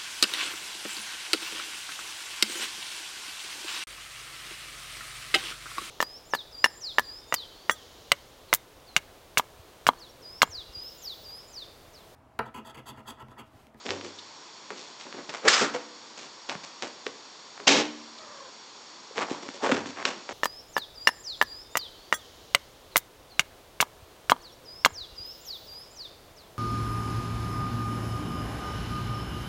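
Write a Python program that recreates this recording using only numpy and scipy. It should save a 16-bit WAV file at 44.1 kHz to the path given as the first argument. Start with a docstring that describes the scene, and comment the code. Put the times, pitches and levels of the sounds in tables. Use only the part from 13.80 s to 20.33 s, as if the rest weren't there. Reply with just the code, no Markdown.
"""Claws of two kittens catch, snap and scuff in a sofa's fabric and twice rip hard through it.
Threads letting go make the scrapes and ticks; brief noise bands colour them or chirp faintly.
Paws thud on the padding, jolts ring the springs, pulls set the frame humming.
One kitten gives a faint falling mew. The room is small; a small microphone adds steady hiss."""
import sys
import numpy as np
from scipy import signal
from scipy.fft import rfft, irfft
from scipy.io import wavfile

SR = 44100
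rng = np.random.default_rng(int(sys.argv[2]) if len(sys.argv) > 2 else 0)


def unload_audio(sound):
    """Save the sound as a 16-bit wav file, at the path given as the first command line argument."""
    columns = np.transpose(np.atleast_2d(sound))
    # keep every value between -1 and 1, then stretch to whole-number steps
    steps = np.round(np.clip(columns, -1, 1) * 32767)
    wavfile.write(sys.argv[1], SR, steps.astype(np.int16))


N = 287973
TIME = np.arange(N) / SR
WALL_CUT_HZ = 3200


def from_db(db):
    """Decibels to gain."""
    return 10 ** (np.asarray(db) / 20)


def unit_rms(x):
    """Scale to unit power."""
    return x / np.sqrt(np.mean(x ** 2) + 1e-20)


def filtered(x, edges_hz, kind, order=2):
    """Butterworth filter."""
    sos = signal.butter(order, np.clip(edges_hz, 10, .45 * SR), kind, fs=SR, output="sos")
    return signal.sosfilt(sos, x + 1e-18)


def coloured(x, spectrum, size=4096):
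    """Minimum-phase filter following (Hz, dB) rows; unit power out."""
    hz, db = np.transpose(spectrum)
    grid_hz = np.maximum(np.fft.rfftfreq(size, 1 / SR), 1)
    gain = from_db(np.interp(np.log(grid_hz), np.log(hz), db))
    cepstrum = irfft(np.log(gain))
    cepstrum[1:size // 2] *= 2
    cepstrum[size // 2 + 1:] = 0
    impulse = irfft(np.exp(rfft(cepstrum)))
    return unit_rms(signal.fftconvolve(x, impulse)[:N])


def resonance(x, hz, width_hz):
    """One band-pass resonance."""
    return filtered(x, [hz - width_hz / 2, hz + width_hz / 2], "band", order=1)


def narrow_noise(hz, width_hz):
    """Noise in one resonance; unit power."""
    return unit_rms(resonance(rng.standard_normal(N), hz, width_hz))


def ring(hz, t60_s):
    """Struck mode: a decaying unit sine."""
    t = np.arange(int(t60_s * SR) + 2) / SR
    return np.sin(2 * np.pi * hz * t) * np.exp(-np.log(1000) * t / t60_s)


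def bump(centre_s, half_s):
    """Gaussian envelope, 1/e at half_s from the centre."""
    return np.exp(-((TIME - centre_s) / half_s) ** 2)


def add(out, start_s, sound):
    """Mix a sound in at start_s."""
    at = max(round(start_s * SR), 0)
    out[at:at + len(sound)] += sound[:max(N - at, 0)]


def hiss(level_db=-50.5):
    """Steady room air and microphone hiss with a few narrow resonances."""
    # Hiss colour. Each row: frequency in Hz, relative density in dB.
    spectrum = [(24, -76), (40, -28), (288, -5.5), (432, -5.5), (724, -7.5), (900, -4.5), (1010, -2),
                (1210, -9.5), (1860, -11.5), (2280, -11), (3490, -14.5), (5000, -10), (6000, -16),
                (6750, -8), (7300, -14), (8560, -26), (11100, -64)]
    # Resonances. Each row: centre in Hz, width in Hz, level in dB re the broad hiss.
    resonances = [(1068, 410, -6), (3470, 300, -8), (4470, 460, -3.5), (5590, 90, -8)]
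    peaks = sum(from_db(db) * narrow_noise(hz, width_hz) for hz, width_hz, db in resonances)
    return from_db(level_db) * (coloured(rng.standard_normal(N), spectrum) + peaks)


def stroke_envelopes():
    """Rumble, rasp and fizz gains: a claw bites in, fades as it slows, lets go; the cloth settles."""
    # Claw drags. Each row: start in s, relative rasp level in dB, bite-in in s, drag in s,
    # rumble offset in dB, fizz offset in dB.
    strokes = [ (0.048, -38, 0.0062, 0.09, 7, -1.5), (0.088, -38, 0.013, .055, 8, -1),
               (0.225, -48, 0.019, 0.025, 14, 7), (0.903, -35.5, 0.0033, 0.0063, 2, -11.5),
               (0.941, -53.5, 0.047, .11, 7.5, 12), (1.194, -45, 0.0093, .02, -10, 4),
               (1.249, -43, 0.0058, .025, 3, -18), (1.326, -38.5, .012, .06, 4, -12),
               (1.488, -33, 0.0045, 0.0043, -0.5, -5), (1.527, -29, .012, .012, -9, -6.5),
               (1.645, -22, 0.014, 0.013, -1, -10.5), (1.676, -23, 0.0076, .15, -11, 8),
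               (1.81, -28.5, 0.0035, 0.0086, 11, 0), (1.934, -25, .005, 0.01, -4.5, -8.5),
               (2.37, -46, 0.0075, 0.089, 2.5, 6), (2.685, -33, 0.0044, 0.028, -4.5, -4.5),
               (2.83, -42.5, .008, .01, -6, 3.5), (3.02, -29, 0.0044, 0.0099, 0, -4),
               (3.26, -41.5, 0.0023, 0.0034, 6.5, 2), (3.795, -44, 0.002, 0.0077, 6, -11),
               (3.868, -20, 0.004, .125, 1.5, 7.5), (5.347, -27.5, 0.037, 0.05, -1, -7),
               (5.403, -25.5, 0.0083, .006, -11, -13.5), (5.482, -36.5, 0.022, 0.041, 3, -1),
               (5.623, -40, 0.0061, .02, 4, -2), (5.682, -46.5, 0.002, 0.0037, 6, 7),
               (5.735, -43.5, .015, .005, 6.5, 4.5), (5.82, -26.5, 0.023, 0.074, 4.5, -6.5),
               (5.912, -24.5, 0.0017, .055, 3, -5.5), (6.057, -41, 0.0037, .05, -2.5, 1.5),
               (6.155, -29, 0.032, .012, -6.5, -15), (6.25, -25.5, 0.0017, .028, -1.5, -2.5),
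               (6.35, -54, 0.0083, 0.018, 15.5, -12), (6.49, -32.5, 0.0065, 0.011, -3.5, -7.5)]
    # Settling rates in dB/s: rumble, rasp, fizz.
    release_db_per_s = [241.5, 253, 274.5]
    sag_db_per_s = (15.5, 15.5, 59)
    power, t = np.zeros((3, N)), TIME[:SR // 2]
    for start_s, db, bite_s, drag_s, rumble_db, fizz_db in strokes:
        grip = np.minimum(t / bite_s, 1)
        dragged_s = np.clip(t - bite_s, 0, drag_s)
        released_s = np.maximum(t - bite_s - drag_s, 0)
        peaks_db = (db + rumble_db, db, db + fizz_db)
        for band, peak_db, sag, release in zip(power, peaks_db, sag_db_per_s, release_db_per_s):
            gain = grip * from_db(peak_db - sag * dragged_s - release * released_s)
            add(band, start_s, gain ** 2)
    return np.sqrt(power)


def fibre_grains(rate_per_s, spread_db=4.0):
    """Threads let go at random with uneven strength; power is independent of rate."""
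    chance = np.clip(rate_per_s / SR, 1e-4, 1)
    sizes = from_db(spread_db * np.minimum(rng.exponential(1, N), 3))
    signs = rng.choice([-1, 1], N)
    return sizes * signs * (rng.random(N) < chance) / np.sqrt(chance)


def through_sofa(x, width_hz=22):
    """The sofa and the gap beside it lift narrow bands."""
    # Resonances. Each row: centre in Hz, gain of the added band in dB.
    modes = [(355, -14), (576, -5.5), (753, -35), (1136, 1.5), (1271, -23.5), (1840, -2.5), (2180, -16.5),
             (3155, -9), (3465, -0.5), (3819, -8), (5463, 1.5), (5754, -15)]
    return x + sum(from_db(db) * resonance(x, hz, width_hz) for hz, db in modes)


def scrapes(scuff_threads_per_s=850, rumble_db=-9.0, rasp_db=-8.5, fizz_db=-6.0):
    """Claws plough the weave: a light scuff crackles, a hard rip fuses into a rush."""
    # Bunches of threads tearing at once. Each row: centre in s, boost in dB, half length in s.
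    tugs = [(1.683, 10.5, 0.0042), (1.743, 5, 0.0033), (3.88, 9, 0.0043), (3.892, 5, .0025),
            (3.923, 3.5, 0.0093)]
    # Cloth colour. Each row: frequency in Hz, relative density in dB.
    spectrum = [(41, -79), (70, -30), (125, -18), (190, -6.5), (280, -2), (323, -1), (523, 1), (814, -1),
                (1150, -5), (1580, -6), (1750, -8), (2050, -9), (2220, -8), (5610, -11), (7440, -13),
                (8560, -23), (11100, -89.5)]
    rumble, rasp, fizz = stroke_envelopes()
    tug = from_db(sum(db * bump(centre_s, half_s) for centre_s, db, half_s in tugs))
    pull = fizz * tug / from_db(-32)
    grains = fibre_grains(scuff_threads_per_s * (1 + pull ** 2))
    cloth = through_sofa(coloured(grains, spectrum))
    padding = from_db(rumble_db) * rumble * unit_rms(filtered(cloth, 484, "low", order=4))
    weave = from_db(rasp_db) * rasp * unit_rms(filtered(cloth, [700, 2300], "band", order=3))
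    fibres = from_db(fizz_db) * fizz * unit_rms(filtered(cloth, 2300, "high", order=4))
    return padding + tug * (weave + fibres)


def snaps(rise_cycles=0.21, threads=3, follow_gap_s=0.0031, follow_loss_db=10, low_cut_hz=400):
    """A freed thread twangs and the claw tip ticks; neighbouring threads follow, ever weaker."""
    # Claw releases. Each row: start in s, level before the low cut in dB, pitch in Hz.
    releases = [(0.065, -17.5, 2440), (0.0911, -15.5, 2130), (0.106, -9.5, 3160), (0.2118, -23, 2430),
                (0.2488, -28, 1570), (0.9048, -19.5, 1440), (1.2114, -27, 2340), (1.3265, -24, 1990),
                (1.494, -19.5, 3030), (2.696, -11.5, 2840), (2.7523, -21, 1260), (3.0236, -13, 3630),
                (3.031, -28, 2500), (3.0777, -25, 4100), (3.2663, -13.5, 2180), (3.7774, -27, 1290),
                (3.801, -25, 1470), (5.3803, -11, 1800), (5.3908, -18, 1600), (5.4231, -14, 1510),
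                (5.6886, -21.5, 1520), (5.8441, -17, 1410), (5.8557, -16.5, 1330), (5.8643, -15, 1570),
                (5.8927, -14, 1140), (5.9164, -8.5, 1540), (5.9205, -4, 1650), (5.968, -14.5, 1780),
                (6.059, -22, 1460), (6.2265, -19.5, 1440), (6.2531, -7.5, 3120), (6.2538, -3.5, 2550),
                (6.2785, -20, 1890), (6.4914, -18.5, 1650)]
    out, t = np.zeros(N), TIME[:SR // 20]
    tip_tick = 0.5 * ring(hz=5600, t60_s=0.00077)
    gaps_s = follow_gap_s * rng.uniform(.5, 1.5, (len(releases), threads))
    for (start_s, db, hz), waits_s in zip(releases, gaps_s):
        rise_s = rise_cycles / hz
        twang = t / rise_s * np.exp(1 - t / rise_s) * np.cos(2 * np.pi * hz * (t - rise_s))
        add(twang, rise_s, from_db(-20.5) * ring(hz, t60_s=0.004))  # taut cloth rings on
        for k, at_s in enumerate(start_s + np.cumsum(waits_s) - waits_s[0]):
            gain = from_db(db - k * follow_loss_db)
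            add(out, at_s, gain * twang)
            add(out, at_s + rise_s, gain * tip_tick)
    return filtered(out, low_cut_hz, "high", order=3)


def ticks(rate_per_s=12, base_db=-40, spread_db=3.5, band_hz=(1200, 6000)):
    """Single fibres give way at random under the kittens' weight."""
    fires = rng.random(N) < rate_per_s / SR
    sizes = from_db(base_db + spread_db * np.minimum(rng.exponential(1, N), 3))
    return filtered(fires * sizes, band_hz, "band", order=1)


def frame(hz=96, t60_s=0.85):
    """The wooden frame hums in its lowest mode."""
    # Pulls up onto the sofa's back. Each row: start in s, level in dB.
    pulls = [(.092, -44.5), (5.921, -46.5)]
    out = np.zeros(N)
    for start_s, db in pulls:
        add(out, start_s, from_db(db) * ring(hz, t60_s))
    return out


def springs():
    """Spring modes swell as the frame feeds them, then ring on and beat."""
    # Spring modes. 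Each row: frequency in Hz, gain in dB, T60 in s, build-up in s.
    modes = [(231, -6, 1.05, .07), (283, 6.5, .4, .02), (301, 8, .64, .1), (366, -8, .5, .03),
             (463, -14, .5, .02), (587, -11, .35, .02)]
    # Jolts reaching the springs. Each row: start in s, drive in dB.
    jolts = [(0.1, -47), (1.82, -45), (1.945, -46), (3.876, -25.5), (5.92, -49)]
    out = np.zeros(N)
    for hz, mode_db, t60_s, build_up_s in modes:
        mode = ring(hz, t60_s)
        swell = 1 - np.exp(-(TIME[:len(mode)] / build_up_s) ** 2)
        for start_s, jolt_db in jolts:
            add(out, start_s, from_db(jolt_db + mode_db) * swell * mode)
    return out


def thuds(gain_db=4.5, attack_s=0.0012):
    """Paws hit the padding: dull knocks with a soft start and little below their pitch."""
    # Landings. Each row: start in s, relative level in dB, pitch in Hz, T60 in s.
    landings = [(0.107, -34, 391, 0.15), (0.905, -32, 410, 0.038), (1.651, -23.5, 437, 0.1),
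                (1.817, -34, 215, 0.11), (1.946, -29, 494, 0.17), (2.753, -35, 180, 0.043),
                (3.266, -22, 443, 0.026), (3.802, -43.5, 405, 0.11), (5.309, -34, 475, 0.023),
                (5.382, -21, 475, .03), (5.513, -14, 313, 0.015), (5.687, -30.5, 273, 0.036),
                (5.895, -22.5, 530, 0.088), (5.922, -14.5, 269, 0.038), (6.059, -30, 270, 0.037),
                (6.094, -32.5, 260, 0.043), (6.252, -26, 410, 0.024), (6.492, -29, 426, 0.028)]
    out = np.zeros(N)
    for start_s, db, hz, t60_s in landings:
        knock = ring(hz, t60_s)
        cushioned = knock * (1 - np.exp(-TIME[:len(knock)] / attack_s))
        add(out, start_s, from_db(db + gain_db) * filtered(cushioned, hz / 2, "high"))
    return out


def noise_swells():
    """Brief narrow bands of noise: a few faint high chirps, the rest colouring the rips and scuffs."""
    # Noise bands. Each row: peak time in s, level in dB, centre in Hz, width in Hz, half length in s.
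    bands = [(0.391, -39, 3620, 450, 0.0064), (1.671, -27, 492, 156, 0.027),
             (1.685, -16, 1730, 495, 0.0091), (1.742, -22.5, 4980, 250, 0.011),
             (1.777, -26.5, 1400, 400, 0.089), (2.721, -36.5, 855, 248, 0.019),
             (4.386, -41.5, 3870, 450, 0.0049), (5.418, -35, 1090, 700, .015),
             (5.534, -43, 960, 204, 0.086), (5.85, -27, 830, 250, 0.027)]
    return sum(from_db(db) * narrow_noise(hz, width_hz) * bump(centre_s, half_s)
               for centre_s, db, hz, width_hz, half_s in bands)


def behind_armrest(x, from_s=3.85, to_s=4.4, cut_hz=6200):
    """The second rip, down in the gap between armrests, loses its top fizz."""
    hidden = (TIME > from_s) & (TIME < to_s)
    return np.where(hidden, filtered(x, cut_hz, "low"), x)


def mew(start_s=4.38, length_s=0.32, fade_s=0.013, start_hz=646, sag_hz_per_s=460, level_db=-55.5):
    """A thin, hoarse call that wavers and sinks in pitch."""
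    # Voice harmonics. Each row: multiple of the pitch, relative level in dB.
    harmonics = [(1, 0), (2, .5), (3, -7)]
    age_s = np.clip(TIME - start_s, 0, length_s)
    waver = 1 + .04 * narrow_noise(hz=35, width_hz=55)
    pitch_hz = (start_hz - sag_hz_per_s * age_s) * waver
    phase = 2 * np.pi * np.cumsum(pitch_hz) / SR
    envelope = np.clip(np.minimum(age_s, length_s - age_s) / fade_s, 0, 1)
    tone = np.zeros(N)
    for multiple, db in harmonics:
        roughness = 1 + .6 * narrow_noise(hz=30, width_hz=45)
        tone += from_db(db) * roughness * np.sin(multiple * phase)
    return np.sqrt(2) * from_db(level_db) * envelope * tone


def reflected(x):
    """Direct sound plus dull early echoes off the wall and armrests."""
    # Echoes. Each row: delay in s, gain in dB.
    echoes = [(.0031, -49.5), (.0083, -28), (0.0142, -21), (0.0249, -28.5)]
    out, dull = x.copy(), filtered(x, WALL_CUT_HZ, "low", order=1)
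    for delay_s, db in echoes:
        add(out, delay_s, from_db(db) * dull)
    return out


def room(x, t60_s=0.58, predelay_s=0.007):
    """Dull, dense reverberation of a small furnished room."""
    t = TIME[:SR // 2]
    tail = filtered(rng.standard_normal(len(t)), WALL_CUT_HZ, "low", order=1)
    tail *= np.exp(-np.log(1000) * t / t60_s) * (t > predelay_s)
    return signal.fftconvolve(x, tail / np.linalg.norm(tail))[:N]


def scene():
    """Kittens and sofa in the room, over the hiss; mono."""
    short_sounds = through_sofa(snaps() + ticks()) + thuds() + noise_swells() + mew()
    cloth = behind_armrest(scrapes())
    reverb = room(from_db(-17.5) * short_sounds + from_db(-18.5) * cloth)
    return (reflected(short_sounds + cloth) + springs() + frame() + reverb + hiss())[None]


def record(dry, ceiling=0.97, low_cut_hz=65, roll_off_hz=7900, cutoff_hz=8700):
    """A small microphone loses bass and treble and rounds the hardest peaks."""
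    thin = filtered(dry, low_cut_hz, "high")
    narrow = filtered(thin, roll_off_hz, "low", order=8)
    rounded = ceiling * np.tanh(narrow / ceiling)
    steep_low_pass = signal.ellip(10, .3, 80, cutoff_hz, fs=SR, output="sos")
    return signal.sosfilt(steep_low_pass, rounded)


dry = scene()
out = record(dry)
unload_audio(out)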